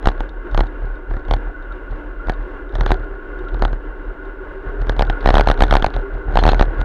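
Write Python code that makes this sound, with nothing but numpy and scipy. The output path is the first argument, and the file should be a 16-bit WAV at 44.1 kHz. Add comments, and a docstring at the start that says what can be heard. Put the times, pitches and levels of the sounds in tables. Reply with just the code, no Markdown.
"""Clacks and thumps over tyre noise: a bicycle on a concrete path, with a camera in a plastic handlebar case.
Bumps sway the mount at about 37 Hz; on wide swings the camera hits its stops, a clack one way,
a thump the other. Tyre noise comes through frame and case; loose metal parts jingle.
Short gritty bursts and two brief high tones join in. The hardest blows overload the microphone."""
import sys
import numpy as np
from scipy import signal
from scipy.fft import rfft, irfft
from scipy.io import wavfile
from scipy.ndimage import uniform_filter1d

SR = 44100
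rng = np.random.default_rng(int(sys.argv[2]) if len(sys.argv) > 2 else 0)


def unload_audio(sound):
    """Save the sound as a 16-bit wav file, at the path given as the first command line argument."""
    columns = np.transpose(np.atleast_2d(sound))
    # keep every value between -1 and 1, then stretch to whole-number steps
    steps = np.round(np.clip(columns, -1, 1) * 32767)
    wavfile.write(sys.argv[1], SR, steps.astype(np.int16))


N = 301644
TIME_S = np.arange(N) / SR
SWAY_HZ = 37.42
GRAZE_TICK_DB, GRAZE_CLACK_DB, GRAZE_THUMP_DB = -20, -17.5, -26.5
SPREAD_DB = 3  # blow-to-blow colour variation

# Levels are relative; each source adds its own offset.
# rolling (time [s], tyre noise [dB], tread drone [dB])
ROLL_LEVELS = [(0.0, -44, -47), (0.32, -45, -41.5), (2.23, -44, -47), (2.82, -43.5, -32.5), (4.1, -44, -43),
               (4.86, -42.5, -36.5), (5.35, -37.5, -41.5), (6.1, -42, -34), (6.51, -41.5, -36),
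               (6.84, -40, -40.5)]
# tread drone (time [s], pitch [Hz])
TREAD_PITCH = [(0, 353.6), (2.6, 376.4), (3.6, 382.3), (4.6, 392), (5.2, 411), (6.84, 384.3)]
# tyre noise through the frame (frequency [Hz], level [dB])
TYRE_SPECTRUM = [(20, -19.5), (70, 8.5), (130, -7.5), (240, -1.5), (330, 4), (480, 6.5), (750, -5),
                 (1230, -8), (1650, -2.5), (1900, -16.5), (3000, -22.5), (4500, -38), (7500, -50.5),
                 (16000, -58)]
# frame resonances (centre [Hz], width [Hz], boost [dB])
FRAME_RESONANCES = [(296.5, 44, 10.2), (925, 58, 7.3), (1092, 74, 10.3), (1444, 230, 8.1), (2038, 110, 11),
                    (2784, 120, 7.7), (3770, 110, 3.6)]
# faint squeaks (time [s], level [dB])
SQUEAK_EVENTS = [(1.72, -29), (2.204, -30), (3.473, -28.5)]
# loose parts jolted (time [s], level [dB])
JINGLE_EVENTS = [(0.292, -39), (0.513, -42), (0.668, -39), (0.956, -47.5), (1.251, -44), (1.625, -48),
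                 (1.723, -44), (2.336, -40), (2.693, -44), (3.389, -43.5), (4.254, -49), (5.206, -42)]
# loose parts ringing (frequency [Hz], level [dB], t60 [s])
METAL_MODES = [(2780, -5.5, .03), (3700, 3, 0.047)]
# brief high tones (time [s], pitch [Hz], overtone [Hz], level [dB])
HIGH_TONES = [(6.384, 4180, 6300, -36), (6.492, 4180, 6640, -35)]
# short gritty noise bursts (time [s], level [dB])
GRIT_BURSTS = [(1.914, -40), (2.876, -27), (3.484, -36), (5.208, -28.5), (5.937, -22.5), (6.389, -13),
               (6.491, -11)]
# case ringing (frequency [Hz], level [dB], t60 [s])
CASE_MODES = [(350, -19, 0.0095), (744, -2, 0.08), (822, 6, 0.041), (1140, -5.5, 0.039),
              (1436, -4.5, 0.037), (1738, -1, 0.034), (1730, -8.5, 0.056)]
# edge contact (frequency [Hz], level [dB])
TICK_SPECTRUM = [(200, -2.5), (900, 9), (1600, 8), (2500, -2.5), (3500, 2), (4300, -2.5), (5000, -14),
                 (6600, -17.5), (7900, -45.5), (9200, -26), (11500, -31.5), (13200, -50), (15500, -67.5)]
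# camera seating (frequency [Hz], level [dB])
SEAT_SPECTRUM = [(40, -7), (250, -1), (450, -1.5), (750, 0.5), (1100, -10.5), (1700, -8.5), (2500, -31),
                 (5000, -68.5), (16000, -74.5)]
# full-weight landing (frequency [Hz], level [dB])
THUD_SPECTRUM = [(40, 4.5), (120, -4), (380, -4), (700, -2), (900, -3), (1300, -10.5), (2000, -23),
                 (3000, -48), (6000, -53), (16000, -88.5)]
# bumps that only rock the mount (time [s], sway [dB])
SWAY_BUMPS = [(0.3, -27), (0.84, -17.5), (1.48, -22.5), (1.921, -19), (2.4, -22), (3.0, -19), (3.12, -24),
              (3.44, -22.5), (3.89, -26), (4.081, -24), (4.56, -27), (4.67, -19.5), (6.148, -18),
              (6.288, -15.5), (6.68, -15), (6.799, -13.5)]
# jolts that throw the camera against its stops (time [s], first stop [hard/soft], blows [count],
# swing [Hz], sway [dB], tick [dB], clack [dB], thump [dB])
STOP_JOLTS = [(0.057, "hard", 3, 33.6, -16, -16.5, -11, 0),
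              (0.2053, "hard", 1, 36.9, -19.5, -26.5, -13.5, -22),
              (0.546, "hard", 1, 35.35, -14, -25, -14, -13),
              (0.5762, "hard", 3, 33.4, -12.5, -16.5, -9, -13.5),
              (1.11, "hard", 5, 35, -18.5, -40, -28, -35),
              (1.3107, "hard", 3, 37.3, -13, -16.5, -11.5, -19),
              (2.2839, "soft", 2, 41.2, -19, -17, -8, -20.5),
              (2.7537, "hard", 1, 34.8, -17, -23.5, -18.5, -5),
              (2.8093, "hard", 1, 38.8, -12, -18.5, -12, -3),
              (2.8624, "hard", 1, 34.8, -17, -17.5, -12, -14),
              (2.9053, "soft", 2, 40.84, -13.5, -10.5, -5.5, -10),
              (3.544, "hard", 1, 37.2, -16.5, -37.5, -21, -17),
              (3.6223, "hard", 3, 35.05, -14, -17, -9.5, -18.5),
              (3.7297, "hard", 1, 36.3, -18, -34, -22, -14), (4.817, "hard", 1, 37.8, -15.5, -34, -26, -17),
              (4.895, "hard", 1, 39.25, -14, -16, -7.5, -8), (4.9937, "hard", 3, 35.07, -15, -14, -7.5, -8),
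              (5.0984, "hard", 1, 34.1, -14.5, -18.5, -11, -15),
              (5.2584, "soft", 4, 32.9, -14, -15, -6, -1), (5.3404, "soft", 6, 36.33, -12.5, -10, -8.5, -2),
              (5.4728, "soft", 4, 36.47, -16, -12, -10, -1),
              (5.6064, "hard", 3, 33.02, -12.5, -12.5, -6.5, 4),
              (5.71, "hard", 5, 34.73, -13.5, -11.5, -7.5, 0),
              (5.8239, "hard", 3, 25.2, -19.5, -15.5, -10.5, -1.5),
              (5.9637, "hard", 1, 39, -15.5, -27, -16, -15),
              (6.3557, "hard", 3, 31.47, -13.5, -22, -7, -1.5),
              (6.4258, "soft", 2, 42, -13.5, -12, -8.5, -14),
              (6.4529, "soft", 4, 41.54, -13, -15, -3.5, -3.5),
              (6.518, "hard", 3, 36.34, -12.5, -19, -13.5, -9.5),
              (6.5953, "hard", 3, 34, -14.5, -16, -8.5, -0.5),
              (6.8134, "hard", 1, 33.1, -17, -23, -17.5, -20)]


def undb(db):
    """Decibels to gain."""
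    return 10 ** (np.asarray(db) / 20)


def unit_rms(x):
    """Scale to rms 1."""
    return x / np.sqrt(np.mean(x ** 2))


def unit_peak(x):
    """Scale to peak 1."""
    return x / np.abs(x).max()


def curves(table):
    """Columns of a timed table, per sample."""
    times_s, *columns = np.transpose(table)
    return [np.interp(TIME_S, times_s, column) for column in columns]


def spectrum_db(spectrum, hz):
    """Spectrum table interpolated over log frequency."""
    points_hz, db = np.transpose(spectrum)
    return np.interp(np.log(hz + 1), np.log(points_hz), db)


def resonance(hz, centre_hz, width_hz):
    """Resonance curve, 1 at its centre."""
    return 1 / (1 + (2 * (hz - centre_hz) / width_hz) ** 2)


def decay(t60_s, size):
    """Exponential envelope, 60 dB down at t60."""
    return np.exp(-np.log(1000) * TIME_S[:size] / t60_s)


def noise(gain):
    """Noise shaped by a gain per frequency; rms 1."""
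    return unit_rms(irfft(rfft(rng.standard_normal(N)) * gain, N))


def wander(rate_hz):
    """Smoothed random steps; rms 1."""
    hold = int(SR / rate_hz)
    steps = np.repeat(rng.standard_normal(N // hold + 1), hold)
    return unit_rms(uniform_filter1d(uniform_filter1d(steps, hold), hold)[:N])


def add(out, at_s, sound):
    """Mix a sound in at a time."""
    start = max(int(at_s * SR), 0)
    out[start:start + len(sound)] += sound[:max(N - start, 0)]


def drone(pitch_hz, hz, width_hz):
    """Narrow noise band on a moving pitch."""
    carrier = np.cos(2 * np.pi * np.cumsum(pitch_hz) / SR)
    return unit_rms(noise(resonance(hz, 0, width_hz)) * carrier)


def contact(spectrum, size=2048):
    """Click of peak 1; no two land alike, so its colour varies."""
    hz = np.fft.rfftfreq(size, 1 / SR)
    ripple = np.interp(hz, np.linspace(0, SR / 2, 36), rng.standard_normal(36))
    cepstrum = irfft(np.log(undb(spectrum_db(spectrum, hz) + SPREAD_DB * ripple)))
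    cepstrum[1:size // 2] *= 2  # fold to minimum phase
    cepstrum[size // 2 + 1:] = 0
    return unit_peak(irfft(np.exp(rfft(cepstrum))))


def ring(modes, detune, size=6000):
    """Decaying modes, pitch and level redrawn per blow; peak 1."""
    out = np.zeros(size)
    for hz, db, t60_s in modes:
        pitch_draw, level_draw = rng.standard_normal(2)
        tone = np.sin(2 * np.pi * hz * (1 + detune * pitch_draw) * TIME_S[:size])
        out += undb(db + SPREAD_DB * level_draw) * tone * decay(t60_s, size)
    return unit_peak(out)


def shiver(t60_s, size=3000):
    """Dense upper modes of the plastic, decaying together; peak 1."""
    burst = rng.standard_normal(size) * decay(t60_s, size)
    return unit_peak(signal.fftconvolve(burst, contact(TICK_SPECTRUM)))


def tyres(hz, whirr_hz=1452, waver=0.012):
    """Rough concrete excites the frame; the tread drones with speed; a higher whirr wavers."""
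    roll_db, tread_db = curves(ROLL_LEVELS)
    boost_db = sum(db * resonance(hz, mid_hz, width_hz) for mid_hz, width_hz, db in FRAME_RESONANCES)
    frame_gain = undb(spectrum_db(TYRE_SPECTRUM, hz) + boost_db)
    # each wheel meets its own patch of road
    road = sum(noise(frame_gain) * undb(2.03 * wander(18)) for wheel in ("front", "rear"))
    tread = drone(curves(TREAD_PITCH)[0] * (1 + waver * wander(5)), hz, width_hz=48)
    whirr = drone(whirr_hz * (1 + waver * wander(30)), hz, width_hz=105)
    whirr *= undb(2.2 * wander(24))
    return road * undb(roll_db + 4) + tread * undb(tread_db) + whirr * undb(roll_db)


def squeaks(pitch_hz=1378, length_s=0.028):
    """The bicycle squeaks faintly: a short tone swells and fades."""
    out = np.zeros(N)
    size = int(length_s * SR)
    squeak = np.hanning(size) * np.sin(2 * np.pi * pitch_hz * TIME_S[:size])
    for at_s, db in SQUEAK_EVENTS:
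        add(out, at_s - length_s / 2, undb(db) * squeak)
    return out


def jingles():
    """A jolted metal part: tick and short tinkle."""
    out = np.zeros(N)
    for at_s, db in JINGLE_EVENTS:
        add(out, at_s, undb(db + 4) * shiver(t60_s=0.022))
        add(out, at_s, undb(db - 3) * ring(METAL_MODES, detune=0.0057))
    return out


def high_tones(length_s=0.0295, overtone_db=-21, waver=0.0056):
    """Brief wavering tones near 4.2 kHz, each with a faint overtone near 6.5 kHz."""
    out = np.zeros(N)
    size = int(length_s * SR)
    gate = signal.windows.tukey(size, 0.3)
    for at_s, pitch_hz, overtone_hz, db in HIGH_TONES:
        clock_s = np.cumsum(1 + waver * wander(260)[:size]) / SR
        tone = np.sin(2 * np.pi * pitch_hz * clock_s)
        overtone = undb(overtone_db) * np.sin(2 * np.pi * overtone_hz * clock_s)
        add(out, at_s, undb(db) * gate * (tone + overtone))
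    return out


def grit_bursts(fade_s=0.0079, cutoff_hz=4800, size=2000):
    """Short, dull, gritty noise bursts that fade quickly."""
    out = np.zeros(N)
    lowpass = signal.butter(3, cutoff_hz, fs=SR, output="sos")
    for at_s, db in GRIT_BURSTS:
        spikes = rng.standard_normal(size) ** 3 * np.exp(-TIME_S[:size] / fade_s)
        ticks = signal.fftconvolve(spikes, contact(TICK_SPECTRUM))
        add(out, at_s, undb(db + 2.5) * unit_peak(signal.sosfilt(lowpass, ticks)))
    return out


def blows(grazes=0):
    """One blow per half swing, on alternate stops; optional grazes before and after each jolt."""
    for at_s, first_stop, count, swing_hz, _, *levels_db in STOP_JOLTS:
        for k in range(-grazes, count + grazes):
            soft = (k + (first_stop == "soft")) % 2
            grazing = not 0 <= k < count
            yield at_s + k / (2 * swing_hz), soft, grazing, *levels_db


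def sway_reach(rise_db_per_s=329, fall_db_per_s=187):
    """Sway envelope: builds fast, holds while the camera knocks, dies away."""
    swells = [(at_s, 0, db) for at_s, db in SWAY_BUMPS]
    swells += [(at_s, (count - 1) / (2 * hz), db) for at_s, _, count, hz, db, *_ in STOP_JOLTS]
    reach_db = np.full(N, -np.inf)
    for at_s, hold_s, db in swells:
        fade_db = np.maximum(rise_db_per_s * (at_s - TIME_S), fall_db_per_s * (TIME_S - at_s - hold_s))
        reach_db = np.maximum(reach_db, db - np.maximum(fade_db, 0))
    return undb(reach_db)


def sway_phase_rad():
    """Free swing between blows: clacks on whole cycles, thumps on half cycles."""
    anchors = [(at_s, soft / 2) for at_s, soft, *_ in blows()] + [(0, 0), (N / SR, 0)]
    times_s, side = np.transpose(sorted(anchors))
    cycles = np.round(np.diff(times_s) * SWAY_HZ - np.diff(side)) + np.diff(side)
    return 2 * np.pi * np.interp(TIME_S, times_s, np.append(0, np.cumsum(cycles)))


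def mount(hz, slips_per_s=900):
    """Lopsided sway pumps the air in the case; the joint rubs once per swing and gives tiny ticks."""
    reach = sway_reach()
    phase_rad = sway_phase_rad() + 0.41 + 0.28 * wander(40)
    harmonics = undb(-14) * np.cos(2 * phase_rad + 0.77) + undb(-16.5) * np.sin(3 * phase_rad + 1.22)
    sway = np.sin(phase_rad) + np.minimum(reach / 0.12, 1) * harmonics
    rub = noise(undb(spectrum_db(SEAT_SPECTRUM, hz))) * (0.5 + 0.5 * np.sin(phase_rad)) ** 2
    slips = (rng.random(N) < slips_per_s / SR) * rng.standard_normal(N) ** 3
    grit = unit_rms(irfft(rfft(slips) * undb(spectrum_db(TICK_SPECTRUM, hz)), N))
    tremble = noise(resonance(hz, SWAY_HZ - 2, width_hz=29.5) ** 2)  # from the road's grain
    return reach * (1.59 * sway + undb(-11) * rub + undb(-37) * grit) + undb(-31) * tremble


def thumps(tip_s=0.0011, edge_db=-15):
    """Soft stop: an edge ticks, the camera tips over it and lands with its full weight."""
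    out = np.zeros(N)
    for at_s, soft, grazing, _, _, thump_db in blows(grazes=2):
        if not soft:
            continue
        tick_db = thump_db + edge_db + grazing * GRAZE_TICK_DB
        thump_db += grazing * GRAZE_THUMP_DB
        seated_s = at_s + tip_s * rng.uniform(0.42, 1.3)
        landed_s = seated_s + 0.00066
        add(out, at_s, undb(tick_db + 6) * contact(TICK_SPECTRUM))
        add(out, at_s, undb(tick_db - 3) * shiver(t60_s=0.02))
        add(out, seated_s, undb(thump_db + 2) * contact(SEAT_SPECTRUM))
        add(out, landed_s, -undb(thump_db + 8) * contact(THUD_SPECTRUM))
        add(out, landed_s, -undb(thump_db - 16) * ring(CASE_MODES, detune=0.05))
    return out


def clacks(recoil_s=0.0075):
    """Hard stop: an edge chatters, the camera seats and recoils, the case rings."""
    out = np.zeros(N)
    for at_s, soft, grazing, tick_db, clack_db, _ in blows(grazes=2):
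        if soft:
            continue
        tick_db += grazing * GRAZE_TICK_DB
        clack_db += grazing * GRAZE_CLACK_DB
        chatter_s = at_s + 0.0007 + 0.0003 * rng.uniform(-1.01, 1)
        seated_s = at_s + 0.001636 + 0.00039 * rng.uniform(-1.01, 1)
        add(out, at_s - 0.002, undb(tick_db - 24.5) * shiver(t60_s=0.018))  # slide before the strike
        add(out, at_s, undb(tick_db + 5) * contact(TICK_SPECTRUM))
        add(out, chatter_s, undb(tick_db + 7) * contact(TICK_SPECTRUM))
        add(out, at_s, undb(tick_db - 4) * shiver(t60_s=0.024))
        add(out, seated_s, -undb(clack_db + 3.5) * contact(SEAT_SPECTRUM))
        add(out, seated_s, undb(clack_db - 10) * np.hanning(int(recoil_s * SR)))
        add(out, seated_s, -undb(clack_db - 5.5) * ring(CASE_MODES, detune=0.036))
    return out


def scene(hiss_db=-82):
    """Rattle, sway, tyres and faint hiss at one microphone."""
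    hz = np.fft.rfftfreq(N, 1 / SR)
    rattle = clacks() + thumps() + grit_bursts() + high_tones() + jingles() + squeaks()
    return (mount(hz) + rattle + tyres(hz) + undb(hiss_db) * rng.standard_normal(N))[None]


def record(dry, cutoff_hz=16200):
    """Microphone overload: soft clip, earlier on positive peaks, then lowpass."""
    ceiling = np.where(dry > 0, 0.85, 1)
    clipped = dry / (1 + (dry / ceiling) ** 6) ** (1 / 6)
    return signal.sosfilt(signal.ellip(8, 0.2, 70, cutoff_hz, fs=SR, output="sos"), clipped)


dry = scene()
out = record(dry)
unload_audio(out)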